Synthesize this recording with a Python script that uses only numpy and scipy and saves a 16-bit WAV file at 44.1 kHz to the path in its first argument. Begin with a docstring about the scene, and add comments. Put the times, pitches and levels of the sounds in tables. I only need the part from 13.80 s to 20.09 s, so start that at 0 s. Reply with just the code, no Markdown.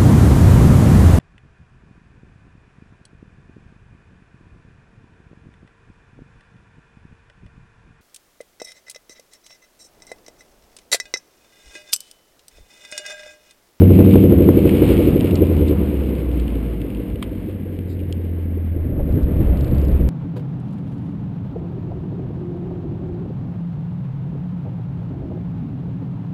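"""A country lane, heard from the flank of a V8 sports car as it pulls away. Eight unequal firings excite
the exhaust pipe's resonances, so the sound throbs once per engine cycle; then the revs sink to a burble
while the tyres crunch over grit and fling stones at the body. After five seconds the scene dissolves to
the car cruising and shifting up, with light ticking at the tail and turbulence buffeting the microphone."""
import sys
import numpy as np
from scipy import signal
from scipy.fft import rfft, irfft, next_fast_len
from scipy.io import wavfile
from scipy.ndimage import uniform_filter1d, map_coordinates

SR = 44100
rng = np.random.default_rng(int(sys.argv[2]) if len(sys.argv) > 2 else 0)


def generate_wav(signal):
    """Clip the signal to [-1, 1] and save it as 16-bit WAV at the path in sys.argv[1]."""
    frames = np.transpose(np.atleast_2d(signal))
    scaled = np.clip(frames, -1, 1) * 32767
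    pcm = np.round(scaled).astype(np.int16)
    wavfile.write(sys.argv[1], SR, pcm)


N = 277377
T = np.arange(N) / SR


def amp(db):
    """Amplitude ratio of a level in decibels."""
    return 10 ** (np.asarray(db) / 20)


def unit(x):
    """Normalisation to rms 1."""
    return x / np.sqrt(np.mean(x ** 2) + 1e-20)


def steady(x):
    """Normalisation to about rms 1 over a sliding quarter second."""
    power = uniform_filter1d(uniform_filter1d(x ** 2, size=SR // 4), size=SR // 8)
    return x / np.sqrt(np.abs(power) + 1e-3 * np.mean(x ** 2))


def curves(rows):
    """Linear interpolation in time of each column after t/s."""
    s, *columns = np.transpose(rows)
    return [np.interp(T, s, column) for column in columns]


def ramp(start_s, length_s):
    """Linear rise from 0 to 1."""
    return np.clip((T - start_s) / length_s, 0, 1)


def swells(rows):
    """Gaussian rises or dips of level, from rows of t/s, half length/s, level/dB."""
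    return sum(db * np.exp(-((T - s) / half_s) ** 2) for s, half_s, db in rows)


def wobble(rate):
    """Smooth random modulation with `rate` knots a second."""
    return map_coordinates(rng.standard_normal(int(N * rate / SR) + 4), [T * rate])


def shape(points, hz):
    """Gain interpolated on a log-frequency axis from points of f/Hz, level/dB."""
    f, db = np.transpose(points)
    return amp(np.interp(np.log(hz + 1), np.log(f), db))


def filtered(x, response):
    """Linear filtering: the spectrum times a complex frequency response."""
    m = next_fast_len(N + SR // 2)
    return irfft(rfft(x, m) * response(np.fft.rfftfreq(m, 1 / SR)), m)[:N]


def noise(points):
    """Gaussian noise of rms 1, coloured by points of f/Hz, relative level/dB."""
    return unit(filtered(rng.standard_normal(N), lambda hz: shape(points, hz)))


def resonance(hz, centre, width):
    """Response of a damped oscillator, with a peak gain of 1."""
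    return 1j * hz * width / (centre ** 2 - hz ** 2 + 1j * hz * width)


def coasting(firing_hz, from_hz=76, over_hz=9):
    """Change of regime: 0 for the hard beat under load, 1 for the loose burble at low revs."""
    return np.clip((from_hz - firing_hz) / over_hz, 0, 1)


def firings(firing_hz):
    """Periodic modulation: unequal cylinders repeat their pattern every eight firings, hence the throb."""
    # per cylinder, relative: chuff level/dB, loaded bark level/dB, coasting bark level/dB, manifold delay/s
    cylinders = np.array([(-16.5, 0.5, 4.5, 0.00084), (8, -8, -11.5, 0.00287), (8.5, -14, -5, 0.00044),
                          (12, -14.5, -6.5, 0.003624), (5, -11.5, -1.5, 0.005555), (10, -15, -6.5, .006),
                          (8.5, -19, -5, 0.0019), (8.5, -6.5, -10.5, 0.00026)])
    phase = np.cumsum(firing_hz) / SR - 1.65  # counted in firings
    fired = np.flatnonzero(np.diff(np.floor(phase)) > 0)
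    cylinder = np.floor(phase[fired + 1]).astype(int) % len(cylinders)
    chuffs_db, loaded_db, coasting_db, manifold_s = cylinders[cylinder].T
    coast = coasting(firing_hz[fired])
    barks_db = loaded_db + coast * (coasting_db - loaded_db)
    jitter, chuff_scatter, bark_scatter = rng.standard_normal((3, len(fired)), ).reshape(-1, 3).T
    delay_s = manifold_s + (.00015 + .0005 * coast) * jitter
    spread_db = 2.1 + 0.15 * coast
    exits = np.clip(fired + (delay_s * SR).astype(int), 0, N - 1)
    return phase, exits, chuffs_db + spread_db * chuff_scatter, barks_db + spread_db * bark_scatter


def pipe(hz, direct=0.49, lag_s=0.00991, lag_hz=520):
    """Standing waves add to the direct sound; dispersion delays the highs, so each pulse chirps upwards."""
    # exhaust pipe modes: f/Hz, bandwidth/Hz, level/dB
    modes = [(73.8, 65, 2), (160.3, 27.4, -3.5), (193.5, 21, -2.5), (284, 45, 3), (370.7, 109, -1.5),
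             (475.8, 27, 1), (495, 13, -19)]
    ring = sum(amp(db) * resonance(hz, centre, width) for centre, width, db in modes)
    group_delay_s = lag_s * np.minimum(hz / lag_hz, 1.15) ** 4
    return (direct + ring) * np.exp(-2j * np.pi * np.cumsum(group_delay_s) * hz[1])


def gas_pulses(exits, sizes_db, spectrum, roughness, puff_s=0.035):
    """Source and filter: slugs of gas, each trailing a puff of turbulence, excite the pipe."""
    pulses = np.bincount(exits, amp(sizes_db), N)
    puff_envelope = signal.lfilter([1], [1, -np.exp(-1 / (puff_s * SR))], pulses)
    flow = unit(pulses) + roughness * unit(puff_envelope * rng.standard_normal(N))
    return steady(filtered(flow, lambda hz: shape(spectrum, hz) * pipe(hz)))


def exhaust(firing_hz, boom_db, chuff_db, bark_db, chuff_rough, bark_rough):
    """Forced vibration: soft chuffs, hard barks, and the silencer's boom at the firing rate and octave."""
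    # soft and hard firings behind the silencer: f/Hz, relative level/dB
    chuff_spectrum = [(30, -37.5), (60, -12.5), (110, -1.5), (160, -0.5), (240, 2.5), (330, -16),
                      (500, -24.5), (700, -21), (1200, -70.5), (3000, -100)]
    bark_spectrum = [(25, -30), (50, 1), (72, 0), (130, -15), (220, -11.5), (310, 6.5), (400, 0.5),
                     (520, -3.5), (620, -13.5), (750, -36.5), (1100, -47), (2500, -68), (4000, -100)]
    # low resonances of the silencer: f/Hz, gain/dB
    boom_response = [(42, -19), (49, -21.5), (55, -4), (62, -1), (74, -3), (83, 2), (90, -4), (97, -13),
                     (108, -20), (130, -28), (190, -16.5)]
    phase, exits, chuffs_db, barks_db = firings(firing_hz)
    chuff = amp(chuff_db) * gas_pulses(exits, chuffs_db, chuff_spectrum, chuff_rough)
    bark = amp(bark_db) * gas_pulses(exits, barks_db, bark_spectrum, bark_rough)
    boom = sum(shape(boom_response, k * firing_hz) * np.sin(2 * np.pi * k * phase) for k in (1, 2))
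    return chuff + bark + amp(boom_db + 0.45 * wobble(12)) * boom


def pull_away(idle_hz=38.4, sink_s=1.19):
    """Exponential decay: revs are held, then sink towards idle; the exhaust grows with revs and load."""
    # firing rate while the clutch takes up: t/s, f/Hz
    held_revs = [(0, 92), (.3, 96.7), (.6, 96), (.9, 97), (1.2, 94), (1.49, 93.7)]
    # throttle jabs and lifts, heard in the bark: t/s, half length/s, level change/dB
    jabs = [(.655, 0.073, 3), (1.2, 0.11, 1.5), (1.46, 0.1, -5), (1.63, .04, 3.5), (1.9, .08, 4)]
    held_hz, = curves(held_revs)
    lift_s, full_hz = held_revs[-1]
    firing_hz = idle_hz + (held_hz - idle_hz) * np.exp(-np.maximum(T - lift_s, 0) / sink_s)
    revs = (firing_hz - firing_hz.min()) / (full_hz - firing_hz.min())
    load = 1 - ramp(start_s=0.29, length_s=0.71)  # the effort of getting the car rolling
    boom_db = -20 + 5.35 * revs + 16.5 * load
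    chuff_db = -32 + 13.3 * revs + 5.74 * load
    bark_db = -37 + 21.28 * revs + 1.44 * load + swells(jabs)
    coast = coasting(firing_hz)
    return exhaust(firing_hz, boom_db, chuff_db, bark_db,
                   chuff_rough=0.5 + 1.2 * coast, bark_rough=0.24 + 0.76 * coast)


def engine_bay():
    """Band-limited noise: a faint, narrow hiss from the engine bay."""
    # hiss: f/Hz, relative level/dB
    hiss_spectrum = [(1200, -25), (1600, 1), (1820, -2.5), (2100, 1), (2800, -21.5), (4000, -26.5)]
    return amp(-58) * noise(hiss_spectrum)


def tyres(grains_per_s=1500):
    """Rolling noise: the tread roars, the road drums through the body and grit cracks under the rubber."""
    # base level of the rolling noise: t/s, level/dB
    rolling = [(0.0, -46.5), (0.68, -44.5), (1.07, -40.5), (1.37, -43), (3.68, -56.5), (4.01, -59),
               (4.97, -56.5), (5.78, -46.5), (6.29, -50)]
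    # patches of loose gravel: t/s, half length/s, extra crunch level/dB
    gravel = [(0.267, 0.24, 6), (0.877, .07, 7), (1.16, .12, 8.5)]
    # grit, tread and body: f/Hz, relative level/dB
    crunch_spectrum = [(700, -7.5), (1600, -14), (2200, 6), (2900, 5.5), (3600, -2), (4300, -8),
                       (5500, -15.5)]
    roar_spectrum = [(200, -16.5), (500, 9.5), (750, 0), (1150, -5), (1700, -11), (2600, -12), (3600, -20),
                     (5500, -33)]
    drumming_spectrum = [(12, -17.5), (30, -19.5), (60, 5), (90, -2.5), (160, -11.5), (400, -28),
                         (2000, -91)]
    level_db, = curves(rolling)
    asphalt = ramp(start_s=4.46, length_s=.7)
    crunch_db = level_db + swells(gravel) - 0.5 - 9.5 * asphalt
    grains = (rng.random(N) < grains_per_s / SR) * rng.standard_normal(N)
    grains *= amp(3.3 * np.minimum(rng.exponential(size=N), 4))  # a few crack much louder
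    cracking = unit(grains) + 1.03 * rng.standard_normal(N)
    grit = unit(filtered(cracking, lambda hz: shape(crunch_spectrum, hz)))
    roar = amp(level_db + 9 + wobble(26)) * noise(roar_spectrum)
    drumming = amp(level_db + 19.5 + 2.6 * wobble(6.5)) * noise(drumming_spectrum)
    return roar + drumming + amp(crunch_db + 1.9 * wobble(25)) * grit


def knock(s, db, centre_hz, t60, width_hz, snap=3):
    """Impact excitation: an impulse and a decaying noise burst drive one broad resonance."""
    t = np.arange(SR // 5) / SR
    burst = rng.standard_normal(len(t)) * amp(-60 * t / t60) + snap * (t == 0)
    response = resonance(np.fft.rfftfreq(len(t), 1 / SR), centre_hz, width_hz) ** 2
    ring = irfft(rfft(burst) * response, len(t))
    return np.pad(amp(db) * ring / np.abs(ring).max(), (round(s * SR), N))[:N]


def stones(chips_from_s=2.0, chips_for_s=1.4):
    """Brief impacts: flung stones snap against the body, with small chips at random as the car coasts."""
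    # the loudest stones: t/s, peak level/dB, f/Hz, T60/s
    strikes = [(.193, -24, 2310, .015), (.893, -22, 2300, 0.025), (1.409, -19.5, 3020, .009),
               (1.51, -27, 2730, 0.036), (1.556, -19, 4640, .008), (1.88, -34, 3760, .085),
               (2.599, -31.5, 2940, .013), (2.68, -30.5, 2940, .012), (3.017, -32.5, 2600, .018),
               (3.148, -35, 2750, 0.036), (3.989, -34, 2710, 0.013), (4.326, -23, 3100, .006)]
    big = sum(knock(s, db, hz, t60, width_hz=0.45 * hz) for s, db, hz, t60 in strikes)
    chips = sum(knock(chips_from_s + when * chips_for_s, db=-39 + 5 * strength,
                      centre_hz=2850, t60=0.015, width_hz=1200)
                for when, strength in rng.random(size=(8, 2)))
    return big + chips


def thuds():
    """Damped low resonances: dull thuds from under the car, and at 3.2 and 3.7 s two hard exhaust firings
    ringing near 280 Hz."""
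    # thuds and hard firings: t/s, peak level/dB, f/Hz, T60/s
    blows = [(.548, -5, 74.4, 0.092), (1.968, -9.5, 180, 0.15), (3.175, -18, 280, .18),
             (3.665, -24.5, 282, 0.21), (5.195, -22.5, 560, 0.085), (5.59, -12.5, 112, .05)]
    return sum(knock(s, db, hz, t60, width_hz=.31 * hz) for s, db, hz, t60 in blows)


def wheel_arch(hit_s=3.4255, bounce_s=.003):
    """Modal ringing: one big stone hits the wheel arch and bounces once."""
    # modes of the arch: f/Hz, relative level/dB, T60/s
    modes = [(1150, -3, .022), (1670, -7, .012), (2300, -2.5, 0.021), (3100, -1.5, .04)]
    return sum(knock(s, contact_db + mode_db, hz, t60, width_hz=0.34 * hz, snap=6)
               for s, contact_db in ((hit_s, -23), (hit_s + bounce_s, -28)) for hz, mode_db, t60 in modes)


def scrape(at_s=4.115, half_s=.03):
    """Treble noise under a Gaussian envelope: one faint, high scrape."""
    # scrape: f/Hz, relative level/dB
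    spectrum = [(1000, -90), (2500, -43), (3800, 2.5), (4300, -3.5), (5000, -5.0), (5600, -24)]
    stroke = np.exp(-((T - at_s) / half_s) ** 2)
    return amp(-55.5) * stroke * noise(spectrum)


def wind():
    """Turbulent pressure: at speed the air tumbles over the microphone, at times in a heavy gust."""
    # deep buffeting and broader rush: f/Hz, relative level/dB
    buffet_spectrum = [(10, -16), (24, -3), (50, -6), (75, -1.5), (110, -10), (200, -21.5), (800, -100)]
    rush_spectrum = [(40, -9.5), (110, 4.5), (200, -2), (320, -4.5), (450, -10), (620, -13), (900, -44.5),
                     (2000, -35.5), (4000, -90.5)]
    # single gusts: t/s, peak level/dB, f/Hz
    gust_peaks = [(5.145, -14.5, 80), (5.31, -10.5, 89), (5.405, -10.5, 67.5), (5.645, -10.5, 56.29)]
    buffet = amp(-20.5 + 1.2 * wobble(21)) * noise(buffet_spectrum)
    rush = amp(-24.5 + 3.8 * wobble(40)) * noise(rush_spectrum)
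    gusts = sum(knock(s, db, hz, t60=0.14, width_hz=0.24 * hz) for s, db, hz in gust_peaks)
    return (buffet + rush) * ramp(start_s=4.81, length_s=0.44) + gusts


def cruise():
    """Resonance at even load: a shift up lowers the firing rate, and the silencer's boom swells."""
    # cruising: t/s, firing rate f/Hz, boom drive level/dB
    upshift = [(5.1, 82, -26), (5.55, 83, -28), (5.72, 70.3, -12), (5.95, 70, -13.5), (6.29, 62, -13)]
    firing_hz, boom_db = curves(upshift)
    return exhaust(firing_hz, boom_db, chuff_db=-27, bark_db=-32, chuff_rough=0.34, bark_rough=0.4)


def ticking(period_s=.0342):
    """Periodic impulses on a high resonance: runs of light ticking at the tail."""
    # runs: start t/s, length/s, mean peak level/dB
    runs = [(5.289, .085, -45.5), (5.43, .02, -47), (5.7734, .04, -36.5), (5.845, .28, -40.5),
            (6.2104, .02, -42)]
    return sum(knock(s, db + 1.2 * rng.standard_normal(), centre_hz=4100, t60=0.023, width_hz=2000)
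               for start, length, db in runs for s in np.arange(start, start + length, period_s))


def scene():
    """Superposition in the open air at one close microphone; the pull-away dissolves into the cruise."""
    dissolve = ramp(start_s=5.03, length_s=.15)
    engine = dissolve * cruise() + (1 - dissolve) * (pull_away() + engine_bay())
    return (engine + tyres() + stones() + wheel_arch() + thuds() + ticking() + scrape() + wind())[None]


def record(dry, ceiling=.96, hold_hz=12000, top_hz=15150):
    """Clipping flattens the loudest throbs; sample-and-hold mirrors the spectrum into the treble."""
    # anti-alias filter: f/Hz, gain/dB
    passband = [(4900, 0.0), (5400, 0.5), (5750, -10.0), (6000, -30), (6200, -120)]
    clipped = np.clip(dry[0], -ceiling, ceiling)
    narrow = filtered(clipped, lambda hz: shape(passband, hz))
    mirrored = narrow * (1 + 2 * np.cos(2 * np.pi * hold_hz * T))
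    return filtered(mirrored, lambda hz: np.sinc(hz / hold_hz) * (hz < top_hz))[None]


dry = scene()
out = record(dry)
generate_wav(out)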